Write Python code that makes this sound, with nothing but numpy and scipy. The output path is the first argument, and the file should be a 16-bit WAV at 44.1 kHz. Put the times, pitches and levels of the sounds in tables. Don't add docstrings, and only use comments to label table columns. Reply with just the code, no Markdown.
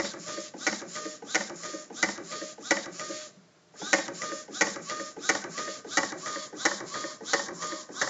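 import sys
import numpy as np
from scipy import signal
from scipy.fft import rfft, irfft, next_fast_len
from scipy.io import wavfile
from scipy.ndimage import uniform_filter1d

SR = 44100
rng = np.random.default_rng(int(sys.argv[2]) if len(sys.argv) > 2 else 0)


def wrap_up_sound(samples):
    columns = np.atleast_2d(samples).T
    tamed = np.clip(columns, -1, 1)
    steps = np.round(tamed * 32767).astype(np.int16)
    wavfile.write(sys.argv[1], SR, steps)


def gain_from_db(level_db):
    decades = np.asarray(level_db, float) / 20
    return 10 ** decades


N = 356769

# clack_s, clack_peak_db, mid_ring_hz, camera_facing_db, latch_tick_db
SHUTTLES = [(-.0145, -11, 1950, -3, -43), (0.6666, -15.5, 1977, -3.5, -32.5),
            (1.3463, -16.5, 1989, -4.5, -34.5), (2.0271, -12.5, 1973, -3.5, -36),
            (2.7078, -11.5, 1956, -4, -28.5), (3.9303, -11, 1990, -1.1, -27),
            (4.6094, -12.5, 1976, -1, -27), (5.29, -13.5, 1969, -1, -30), (5.971, -12.5, 1872, -0.3, -30.5),
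            (6.6523, -13.5, 1804, -0.5, -31.5), (7.3331, -13, 1826, -1.5, -32),
            (8.0146, -17, 1709, -2, -34)]

# after_clack_s, tooth_hz
FAST_STROKE = [(-.135, 302), (-.08, 580), (-.06, 679.8), (-.03, 775), (0, 799), (.03, 933), (.085, 1027),
               (.115, 902), (.173, 409.3)]
PRINT_STROKE = [(.191, 320.6), (.215, 479.6), (.24, 535.4), (.265, 550.8), (.283, 568), (.30, 606),
                (.465, 618.8), (.50, 551), (.525, 440.4), (.545, 301)]

# again_s, again_peak_db, rebound_db, turn_db, feed_snap_db
FOLLOWERS = [(0.0047, -24, -29.5, -32.5, -5), (0.0055, -17, -25.5, -33.5, -1),
             (.007, -13.5, -25.5, -30.5, -5), (.007, -19.5, -26, -31.5, -1.5),
             (0.0074, -18.5, -24, -30.5, -16), (.007, -16, -22.5, -26, 3.5), (.0072, -13, -24.5, -29, 4),
             (0.0055, -13.5, -21, -27.5, 4), (0.0085, -15.5, -21.5, -28, 5.5), (0.005, -14.5, -24, -30, 7),
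             (0.0029, -17.5, -25.5, -29.5, 5), (0.006, -18, -25, -31, 0)]
# after_clack_s, peak_db, ring_hz
FEED_KNOCK = (.388, -28.5, 1840)
# after_clack_s, peak_db, ring_hz
GEAR_TICK = (.332, -35, 1830)
# after_clack_s, ring_hz
TURN_TICK = (.150, 1530)
# start_s, peak_db
START_KNOCKS = [(0.538, -25), (1.221, -26.5), (1.901, -27.5), (2.579, -30), (3.737, -36.5), (3.814, -22),
                (4.480, -28), (5.165, -26), (5.845, -25.5), (6.527, -25.5), (7.206, -27), (7.889, -27)]
# mode_hz, t60_s, level_db, camera_moved_extra_db
START_MODES = [(170, .08, 4.5, 0.5), (200, 0.083, 5.5, -2), (258, .07, 5, -2), (321, 0.055, -1, -1),
               (372, .06, -3, 2.5), (448, 0.079, -0.5, 3.5), (560, .05, -7.5, 5.5), (640, .05, -10.5, 3.5),
               (837, .045, 7, -4)]
# start_s, peak_db, ring_hz, brightness_db
SETTLE_KNOCK = [(3.367, -42.5, 1586, -1)]

# mode_hz, t60_s, knock_db, rumble_db
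FRAME_LOW = [(127, 0.12, -22.5, 8), (194.8, 0.083, -2, 2.5), (268.4, 0.07, -30.5, 3.5),
             (319.5, 0.047, 3, 3), (359.4, 0.07, -12, 3.5), (448.2, 0.095, -2.5, 2), (519, 0.074, -6, 3.5),
             (555, 0.12, 2, -1), (624.5, 0.051, 2, 8), (775, 0.094, 1, -22), (880, 0.13, -3, -16),
             (933, 0.07, 0.5, -25.5), (1121, 0.11, -10.5, -15.5), (1195, 0.079, -2, -13)]
LOW_MOVED_DB = [-0.5, 2, -1.5, 1.5, 4, 5.5, -2.5, 1, -3, 2, 3, -2.5, 10.5, -1.5]
# mode_hz, t60_s, knock_db, rattle_db, camera_moved_extra_db
FRAME_MID = [(1254, 0.015, -18, 10.5, 12), (1429, 0.024, -13, 3.5, 5.5), (1538, 0.026, -13.5, 8.5, 1),
             (1767, 0.025, -17, 2, 1.5), (1871, 0.023, -6, -0.5, 8), (1974, 0.021, 4, 5.5, -5),
             (2026, 0.038, -10.5, -8.5, -2.5), (2126, 0.024, -9.5, -1.5, -9.5),
             (2212, 0.021, -14.5, -9.5, 3.5), (2314, 0.036, -11, 0, 0.5)]
# mode_hz, t60_s, knock_db
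FRAME_HIGH = [(2880, 0.027, -12.5), (3310, 0.0029, -1), (3986, 0.016, -9.5), (4260, 0.0097, -9.5),
              (4730, 0.011, -5), (5010, 0.013, -8), (5502, 0.0095, 3.5), (5750, 0.0053, 5.5),
              (6403, 0.0084, 1.5), (6790, 0.0076, 1.5), (7150, 0.0047, 4), (7280, 0.019, -19.5)]
# mode_hz, t60_s, knock_db, rattle_db
BAY_MODES = [(1058, 0.022, 0, 2), (1144, 0.022, 0, -2.7)]
# time_s, level_db
BAY_APPROACH = [(5.5, -27), (6.3, -5.5), (8.1, 1)]

# from_s, to_s, rumble_db, rattle_db
JOLTS = [
    (-.105, -0.035, -48, -57),
    (0.019, 0.036, -33, -39),
    (.06, 0.08, -36, -42),
    (.15, .192, -38, -46.5),
    (.298, 0.309, -36.5, -42),
    (0.343, 0.418, -45.5, -48.5),
    (.495, 0.507, -47.5, -55.5),
]
# after_clack_s, ring_hz, t60_s, early_peak_db,
# later_peak_db
THUMPS = [(-.11, 450, .06, -55.5, -43), (-.1, 297.4, 0.087, -50.5, -45.5), (0.048, 200, 0.07, -33.5, -48),
          (.052, 558, 0.07, -36, -35), (0.097, 187.6, 0.085, -44, -39.5), (.15, 340, 0.11, -43, -41.5),
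          (.18, 375, 0.099, -43, -38.5), (.205, 170.7, 0.24, -39, -35), (.17, 800, 0.04, -48, -46),
          (0.13, 1580, .04, -43, -41), (0.31, 457, 0.038, -49.5, -39), (0.39, 320, .08, -43, -47),
          (.40, 190, 0.095, -47.5, -50)]
# after_clack_s, length_s, from_hz, to_hz, level_db
PUSHES = [
    (-.13, 0.08, 478.7, 225, -38.5),
    (0.144, 0.14, 449.9, 151, -42.5),
    (.28, .16, 600, 293, -39.5),
]

# tooth_rate_multiple, level_db
OUT_ORDERS = [(1, -8), (1.6, 1), (2, 2.5), (4, -14), (5, 3)]
BACK_ORDERS = [(1, -7), (2, 1.5), (3, -6), (4, -14), (5, -15), (6, -13), (7, -10)]
# taut_s, slack_s, level_db, rise_db_per_s
PULLS = [
    (-.062, 0.012, -46, 10),
    (0.255, 0.484, -42, -31),
]
# after_clack_s, first_order_db, second_early_db, second_later_db, higher_db
TENSION = [(.24, -14, -6, 0, -18), (.28, -11, -2, 4, -16), (.30, 1, 1.5, 2, 0), (.32, 1, 5, 6, 0),
           (.34, -3, -3, 1, 2), (.36, -10, 2.5, 5, 1), (.38, -20, -1, 2.5, 1), (.40, 6, 0, 1, 1),
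           (.42, 4, -6, 2.5, 0), (.44, 1, -14, -4, 1), (.465, 1, -5, 3, -1), (.48, 0, -2, -4, -4),
           (.5, -1, -8, -9, -6)]
# centre_hz, width_hz, level_db
RADIATION = [(605, 90, 0), (790, 90, -3), (1155, 45, -6), (1222, 50, 0), (1500, 160, -.5), (1835, 150, .3),
             (2450, 200, -2.5), (3750, 600, -2.5), (4900, 500, -.6), (5600, 700, -1.5), (6900, 900, -.7)]

# freq_hz, density_db_per_hz
OUT_HISS = [(1290, -33), (2200, -14), (2750, -19), (3800, -5.5), (4130, -8.5), (4950, -6.5), (6910, -3.5),
            (7360, -2.5), (7800, -17.5), (10100, -42), (17200, -120)]
BACK_HISS = [(1290, -33.5), (2200, -8), (2720, -17), (3640, -12), (4000, -8.5), (6080, -7), (6940, -2),
             (7400, -3), (7800, -20.5), (10100, -68.5), (17200, -120)]

# freq_hz, gain_db
SMALL_BODY = [(25, -18.5), (100, -19.5), (160, -7.5), (250, 2), (2300, -2.07), (2700, 4.5), (3300, 0.09)]
# freq_hz, gain_db
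LID_DIP = [(2100, -40), (2350, 0), (2950, 0), (3250, -40)]
# time_s, share_0_to_1
LID_SHARE = [(0, .3), (5.6, .3), (6.4, .6), (8.1, .65)]
CAMERA_MOVES_S = (3.3, 4.8)

# freq_hz, density_db_per_hz
ROOM_AIR = [(24, -69), (40, -40), (76, -14.5), (172, 3.5), (224, -11), (406, -1.5), (552, -9.5),
            (603, -3.5), (804, -11.5), (1400, -11), (2890, -18), (5130, -16.5), (7800, -18), (10100, -58.5),
            (17200, -120)]
# hum_hz, level_db
HUM = [(602.9, -74)]
# freq_hz, gain_db
MICROPHONE = [(7200, 0.97), (7500, -4), (7750, -10), (7900, -67)]
# freq_hz, gain_db
IMAGE = [(8150, -6.5), (8500, -15), (8900, -41.5), (9300, -40.5), (11000, -50.5), (14000, -64),
         (16000, -88)]

CRUISE_HZ, WAVER = 611, .004
TURN_S, REVERSE_S = 0.19, .182
LINGER_S, PARK_S, UNPARK_S = .005, .07, .065
HISS_FACING, RUMBLE_FACING, RUMBLE_TRIM_DB = 0.48, 0.77, -4

REBOUND_S, LATCH_S, LATCH_HZ, START_HZ = .06, .288, 1769, 1520
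SOFT_REBOUND_EARLY_S = 0.0067
BLOW, BLOW_S = 6, .0004
SAME_KNOCK, SAME_SHAKE = .85, .7
JOLT_RISE_DB_PER_S, JOLT_FALL_DB_PER_S = 799, 425
THUMP_RISE_S = 0.0061
GROWL_SAG_DB = -10
TAUT_DB_PER_S, SLACK_DB_PER_S = 445, 513

HISS_POWER, BRAKE_DB, FULL_BRAKE_HZ_PER_S, AWAY_DB_PER_S = 4.56, -4.5, 7300, -21.5
FAST_KNEE_HZ, FAST_HISS_DB, PRINT_KNEE_HZ, PRINT_HISS_DB = 751, -38.5, 600, -39.5
RATTLE_UNDER_HISS_DB, RUN_UP_DB = -8, -3
UNLATCHED_DB = -2.5
RAIL_RING_DB, RAIL_RING_T60_S = -18.5, 0.14
TEETH_PER_TURN, PULLEY_SHARE, SAME_RAIL = 4, .4, .5
ROOM_DB, FIRST_SR = -62.5, 16000


def level(x, db):
    return x * gain_from_db(db) / np.sqrt(np.mean(x ** 2))


def colour(x, points):
    size = next_fast_len(len(x) + SR // 4)
    hz, db = np.transpose(points)
    at = np.log(np.fft.rfftfreq(size, 1 / SR) + 1)
    gain = gain_from_db(np.interp(at, np.log(hz), db))
    return irfft(rfft(x, size) * gain, size)[:len(x)]


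def walk(rate):
    k = int(SR / rate)
    steps = np.repeat(rng.standard_normal(N // k + 1), k)
    return 1.3 * uniform_filter1d(uniform_filter1d(steps, k), k)[:N]


def ring(modes, gains_db):
    t = np.arange(int(.75 * max(m[1] for m in modes) * SR)) / SR
    signs = (-1) ** np.arange(len(modes))
    gains = signs * gain_from_db(np.array(gains_db))
    return sum(g * np.sin(2 * np.pi * m[0] * t) * np.exp(-np.log(1000) * t / m[1])
               for m, g in zip(modes, gains))


def moved(t):
    return np.interp(t, CAMERA_MOVES_S, (0, 1))


def held(s, start, end, rise_db, fall_db):
    return -rise_db * np.maximum(start - s, 0) - fall_db * np.maximum(s - end, 0)


def shuttle_laws(s):
    hz = np.interp(s, *np.transpose(FAST_STROKE + PRINT_STROKE))
    slowing = -uniform_filter1d(np.gradient(hz, s), size=40)
    braking = np.clip(slowing / FULL_BRAKE_HZ_PER_S, 0, 1)
    back = s > REVERSE_S
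    slow = np.minimum(hz / np.where(back, PRINT_KNEE_HZ, FAST_KNEE_HZ), 1)
    print_db = PRINT_HISS_DB + AWAY_DB_PER_S * np.maximum(s - LATCH_S, 0)
    top_db = np.where(back, print_db, FAST_HISS_DB)
    hiss_db = top_db + 20 * HISS_POWER * np.log10(slow) + BRAKE_DB * braking
    whine_db = np.max([db + rise * (s - a) + held(s, a, b, TAUT_DB_PER_S, SLACK_DB_PER_S)
                       for a, b, db, rise in PULLS], axis=0)
    jolts = np.array([held(s, a, b, JOLT_RISE_DB_PER_S, JOLT_FALL_DB_PER_S) for a, b, _, _ in JOLTS])
    rumble_db, rattle_db = (np.max(jolts + db[:, None], axis=0) for db in np.transpose(JOLTS)[2:])
    running_db = hiss_db + RATTLE_UNDER_HISS_DB + RUN_UP_DB * (s < 0)
    return hz, whine_db, hiss_db, rumble_db, np.maximum(rattle_db, running_db)


def motion():
    clack, _, _, facing, _ = np.transpose(SHUTTLES)
    marks = np.array([FAST_STROKE[0][0], -.07, -.02, .4, .46, PRINT_STROKE[-1][0]])
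    pause = np.diff(clack) > 1
    late = LINGER_S + PARK_S * np.append(pause, 0)
    early = UNPARK_S * np.append(0, pause)
    t = np.arange(N) / SR

    def within(lead):
        real = clack[:, None] + marks
        real = real + np.outer(late, [0, 0, 0, 0, 1, 1]) - np.outer(lead, [1, 1, 0, 0, 0, 0])
        nominal = np.arange(len(clack))[:, None] + marks
        lap = np.interp(t, np.maximum.accumulate(real.ravel()), nominal.ravel())
        return (lap - marks[0]) % 1 + marks[0]

    moving = within(early)
    s = within(0 * early)
    grid = np.arange(marks[0], marks[-1], 1 / 1000)
    laws = shuttle_laws(grid)
    hz, whine_db, hiss_db, rattle_db = (np.interp(moving, grid, laws[k]) for k in (0, 1, 2, 4))
    rumble_db = np.interp(s, grid, laws[3])
    face_db = np.interp(t, clack + .2, facing)
    low_db = RUMBLE_TRIM_DB + RUMBLE_FACING * face_db
    rest_db = -40 * (moving > marks[-1])
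    return (s, hz, whine_db + face_db + rest_db, hiss_db + HISS_FACING * face_db + rest_db,
            rumble_db + low_db + rest_db, rattle_db + face_db + rest_db, low_db)


def knocks(table, rattle_s, fade_s, trim_db, first=4, low=FRAME_LOW,
           ring_db=-1.2, ring_s=.019, later_db=0., mid_db=0.):
    out, pad = np.zeros(N + 2 * SR), SR
    t = np.arange(SR // 20) / SR
    shape = np.exp(-np.maximum(t - rattle_s, 0) / fade_s)
    blow = BLOW * first * (np.arange(len(t)) == int(BLOW_S * SR))
    same = rng.standard_normal(len(t))
    swell = (1 - np.exp(-t / 0.0017), 1, np.exp(-t / 0.032))
    for (s, peak_db, hz, bright_db), snap_db in zip(table, np.broadcast_to(mid_db, len(table))):
        own = rng.standard_normal(len(t))
        rattle = (np.sqrt(SAME_KNOCK) * same + np.sqrt(1 - SAME_KNOCK) * own) * shape + blow
        middle = sorted(FRAME_MID + [(hz, ring_s, ring_db, 0, 0)])
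        banks = (low, middle, FRAME_HIGH)
        mid_shift_db = moved(s - 1.5) * np.array([m[4] for m in middle])
        shift_db = (moved(s) * np.array(later_db), mid_shift_db, 0)
        bank_db = peak_db + np.add(trim_db, (0, snap_db, bright_db))
        for modes, db, w, more_db in zip(banks, bank_db, swell, shift_db):
            gains_db = np.array([m[2] for m in modes]) + more_db + 1.0 * rng.standard_normal(len(modes))
            hit = signal.fftconvolve(rattle * w, ring(modes, gains_db))
            i = pad + int(s * SR)
            out[i:i + len(hit)] += gain_from_db(db) * hit / np.abs(hit).max()
    return out[pad:pad + N]


def latch_train():
    clack, db, hz, face_db, latch_db = np.transpose(SHUTTLES)
    again_s, again_db, rebound_db, turn_db, snap_db = np.transpose(FOLLOWERS)

    def rows(*cols):
        return np.transpose(np.broadcast_arrays(*cols, 0.))

    def after(knock, share):
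        return rows(clack + knock[0], knock[1] + share * face_db, knock[2])[:-1]

    out = knocks(rows(clack, db, hz), 0.0047, 0.01, (-7, .9, -.4),
                 first=2.83, ring_db=7.0, later_db=LOW_MOVED_DB)
    out += knocks(rows(clack + again_s, again_db, hz), 0.003, 0.0063, (-8, -.9, -2.5),
                  first=1.4, ring_db=2.5, later_db=LOW_MOVED_DB)
    rebound_s = clack + REBOUND_S - SOFT_REBOUND_EARLY_S * np.append(0, np.diff(clack) > 1)
    out += knocks(rows(rebound_s, rebound_db, hz), 0.003, 0.0035, (-5, .9, -3),
                  first=1.9, ring_db=3.5, later_db=LOW_MOVED_DB)
    out += knocks(rows(clack + TURN_TICK[0], turn_db, TURN_TICK[1])[:-1], 0.0042, 0.004, (-4, -2, -2))
    out += knocks(rows(clack + LATCH_S, latch_db, LATCH_HZ)[:-1], 0.0032, 0.003, (-18, 2.5, 3.5),
                  first=6, ring_db=-5.5, ring_s=0.016)
    out += knocks(after(FEED_KNOCK, 0.5), 0.0039, 0.0071, (-3, -3, -16),
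                  first=6.7, low=FRAME_LOW[2:9], ring_db=16.0, mid_db=snap_db[:-1])
    out += knocks(after(GEAR_TICK, 0.79), 0.0018, 0.0018, (-14, 0, -16), first=6.9, ring_db=10.0)
    out += knocks(rows(*np.transpose(START_KNOCKS), START_HZ), 0.0015, 0.012, (-9, -19, -23),
                  first=1.8, low=START_MODES, ring_db=7.0, later_db=[m[3] for m in START_MODES])
    return out + knocks(SETTLE_KNOCK, 0.0054, 0.013, (-.6, -25, -30), low=FRAME_LOW[:3])


def shake(s, modes, db, lumpy_db, rate):
    own, same = (rng.standard_normal(N) * gain_from_db(lumpy_db * walk(rate)) for _ in range(2))
    place = ((s - s.min()) * SR).astype(int)
    push = np.sqrt(SAME_SHAKE) * same[place] + np.sqrt(1 - SAME_SHAKE) * own
    shaken = signal.fftconvolve(push, ring(modes, [m[3] for m in modes]))[:N]
    return gain_from_db(db) * level(shaken, 0)


def thumps():
    out, t = np.zeros(N + 2 * SR), np.arange(SR // 5) / SR
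    chances = rng.standard_normal((len(SHUTTLES), len(THUMPS), 2))
    for clack, chance in zip(np.transpose(SHUTTLES)[0], chances):
        for (s, hz, t60, db, later_db), (detune, lift) in zip(THUMPS, chance):
            i = SR + int((clack + s) * SR)
            swell = (1 - np.exp(-t / THUMP_RISE_S)) ** 2 * np.exp(-np.log(1000) * t / t60)
            wave = np.sin(2 * np.pi * hz * (1 + .02 * detune) * t) * swell / swell.max()
            out[i:i + len(t)] += gain_from_db(db + (later_db - db) * moved(clack) + 1.5 * lift) * wave
    return out[SR:SR + N]


def whine(s, back, hz, db):
    hz = np.where(back, np.minimum(1.03 * hz, CRUISE_HZ), hz) * (1 + WAVER * walk(30))
    phase = 2 * np.pi * np.cumsum(hz) / SR
    grid = np.arange(0, SR / 2, 10)
    response = np.sqrt(sum(gain_from_db(2 * g) / (1 + (2 * (grid - c) / w) ** 4) for c, w, g in RADIATION))
    at, *tension = np.transpose(TENSION)
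    first, early, later, higher = (np.interp(s[back], at, d) for d in tension)
    turned = moved(np.arange(N) / SR)[back]
    tension_db = first + 4 * (1 - turned), early + (later - early) * turned, higher

    def tone(orders, rough, on):
        total = 0
        for k, g in orders:
            gain = gain_from_db(g + 5 * rough * walk(60)[on]) * np.interp(k * hz[on], grid, response)
            total = total + gain * np.sin(k * phase[on] + rough * np.sqrt(k) * walk(150)[on])
        return total

    out = np.zeros(N)
    out[~back] = tone(OUT_ORDERS, .3, ~back)
    out[back] = tone([(k, g + tension_db[min(k, 3) - 1]) for k, g in BACK_ORDERS], .16, back)
    return np.sqrt(2) * gain_from_db(db) * out


def hiss(s, hz, back, db, unlatched):
    turn = np.cumsum(hz) / SR / TEETH_PER_TURN % 1
    rims = rng.standard_normal((2, 300))
    lean = 0.8 * walk(25)
    pulley = sum(w * np.interp(turn, np.linspace(0, 1, rim.size), rim)
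                 for rim, w in zip(rims, (np.cos(lean), np.sin(lean))))
    own, same = (rng.standard_normal(N) * gain_from_db(2.6 * walk(300)) for _ in range(2))
    place = ((s - s.min()) * SR).astype(int)
    rough = np.sqrt(SAME_RAIL) * same[place] + np.sqrt(1 - SAME_RAIL) * own
    rough = np.sqrt(1 - PULLEY_SHARE) * level(rough, 0) + np.sqrt(PULLEY_SHARE) * level(pulley, 0)
    out, ret = (level(colour(rough, points), 0) for points in (OUT_HISS, BACK_HISS))
    rail = ring([(m[0], RAIL_RING_T60_S) for m in FRAME_HIGH], [m[2] / 2 for m in FRAME_HIGH])
    both = np.where(back, ret, out)
    both = level(both + level(signal.fftconvolve(both, rail)[:N], RAIL_RING_DB), 0)
    low = colour(both, [(4800, 0), (5600, -40)])
    slow_db = np.minimum(0.4 * (db + 41.5), 0) + UNLATCHED_DB * unlatched
    return gain_from_db(db + 1.02 * walk(30)) * (both - low + low * gain_from_db(slow_db + 2.1 * walk(25)))


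def growl(s, low_db):
    hz, gain = np.full(N, 200.), np.zeros(N)
    for start, length, from_hz, to_hz, db in PUSHES:
        u = (s - start) / length
        on = (u > 0) & (u < 1)
        hz = np.where(on, from_hz * (to_hz / from_hz) ** np.clip(u, 0, 1), hz)
        gain += on * gain_from_db(db + GROWL_SAG_DB * u * on) * np.abs(np.sin(np.pi * u)) ** 0.22
    gain = gain * gain_from_db(low_db + 3.0 * walk(60))
    return gain * np.sin(2 * np.pi * np.cumsum(hz) / SR + 2.4 * walk(120))


def room_floor():
    t = np.arange(N) / SR
    hum = sum(np.sqrt(2) * gain_from_db(db + 1.5 * walk(10)) * np.sin(2 * np.pi * hz * t) for hz, db in HUM)
    return level(colour(rng.standard_normal(N), ROOM_AIR), ROOM_DB) * gain_from_db(0.29 * walk(11)) + hum


def scene():
    s, hz, whine_db, hiss_db, rumble_db, rattle_db, low_db = motion()
    back = s > TURN_S
    t = np.arange(N) / SR
    printer = whine(s, back, hz, whine_db)
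    printer += hiss(s, hz, back, hiss_db, back & (s < LATCH_S))
    printer += growl(s, low_db)
    printer += shake(s, FRAME_LOW, rumble_db, 3.5, 45)
    printer += shake(s, FRAME_MID, rattle_db, 3.5, 110)
    printer += shake(s, BAY_MODES, rattle_db + np.interp(t, *np.transpose(BAY_APPROACH)), 2.6, 60)
    printer = colour(printer + latch_train() + gain_from_db(-2.0) * thumps(), SMALL_BODY)
    printer = printer - np.interp(t, *np.transpose(LID_SHARE)) * colour(printer, LID_DIP)

    tail_t = np.arange(SR // 2) / SR
    decay = np.exp(-np.log(1000) * tail_t / 0.46)
    tail = rng.standard_normal(len(tail_t)) * decay * (tail_t > .004)
    tail = colour(tail, [(300, -0.5), (2000, -6.0), (7000, -8.5)])
    echo = signal.fftconvolve(printer, tail / np.sqrt(np.sum(tail ** 2)))[:N]
    return (printer + gain_from_db(-13) * echo + room_floor())[None]


def low_pass(x):
    return signal.sosfilt(signal.butter(12, 14800, fs=SR, output="sos"), x)


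def record(dry):
    x = colour(dry[0], MICROPHONE)
    mirror = 2 * x * np.cos(2 * np.pi * FIRST_SR * np.arange(N) / SR)
    x = x + colour(mirror, [(FIRST_SR / 2, -120)] + IMAGE)
    return low_pass(x[None])


dry = scene()
out = record(dry)
wrap_up_sound(out)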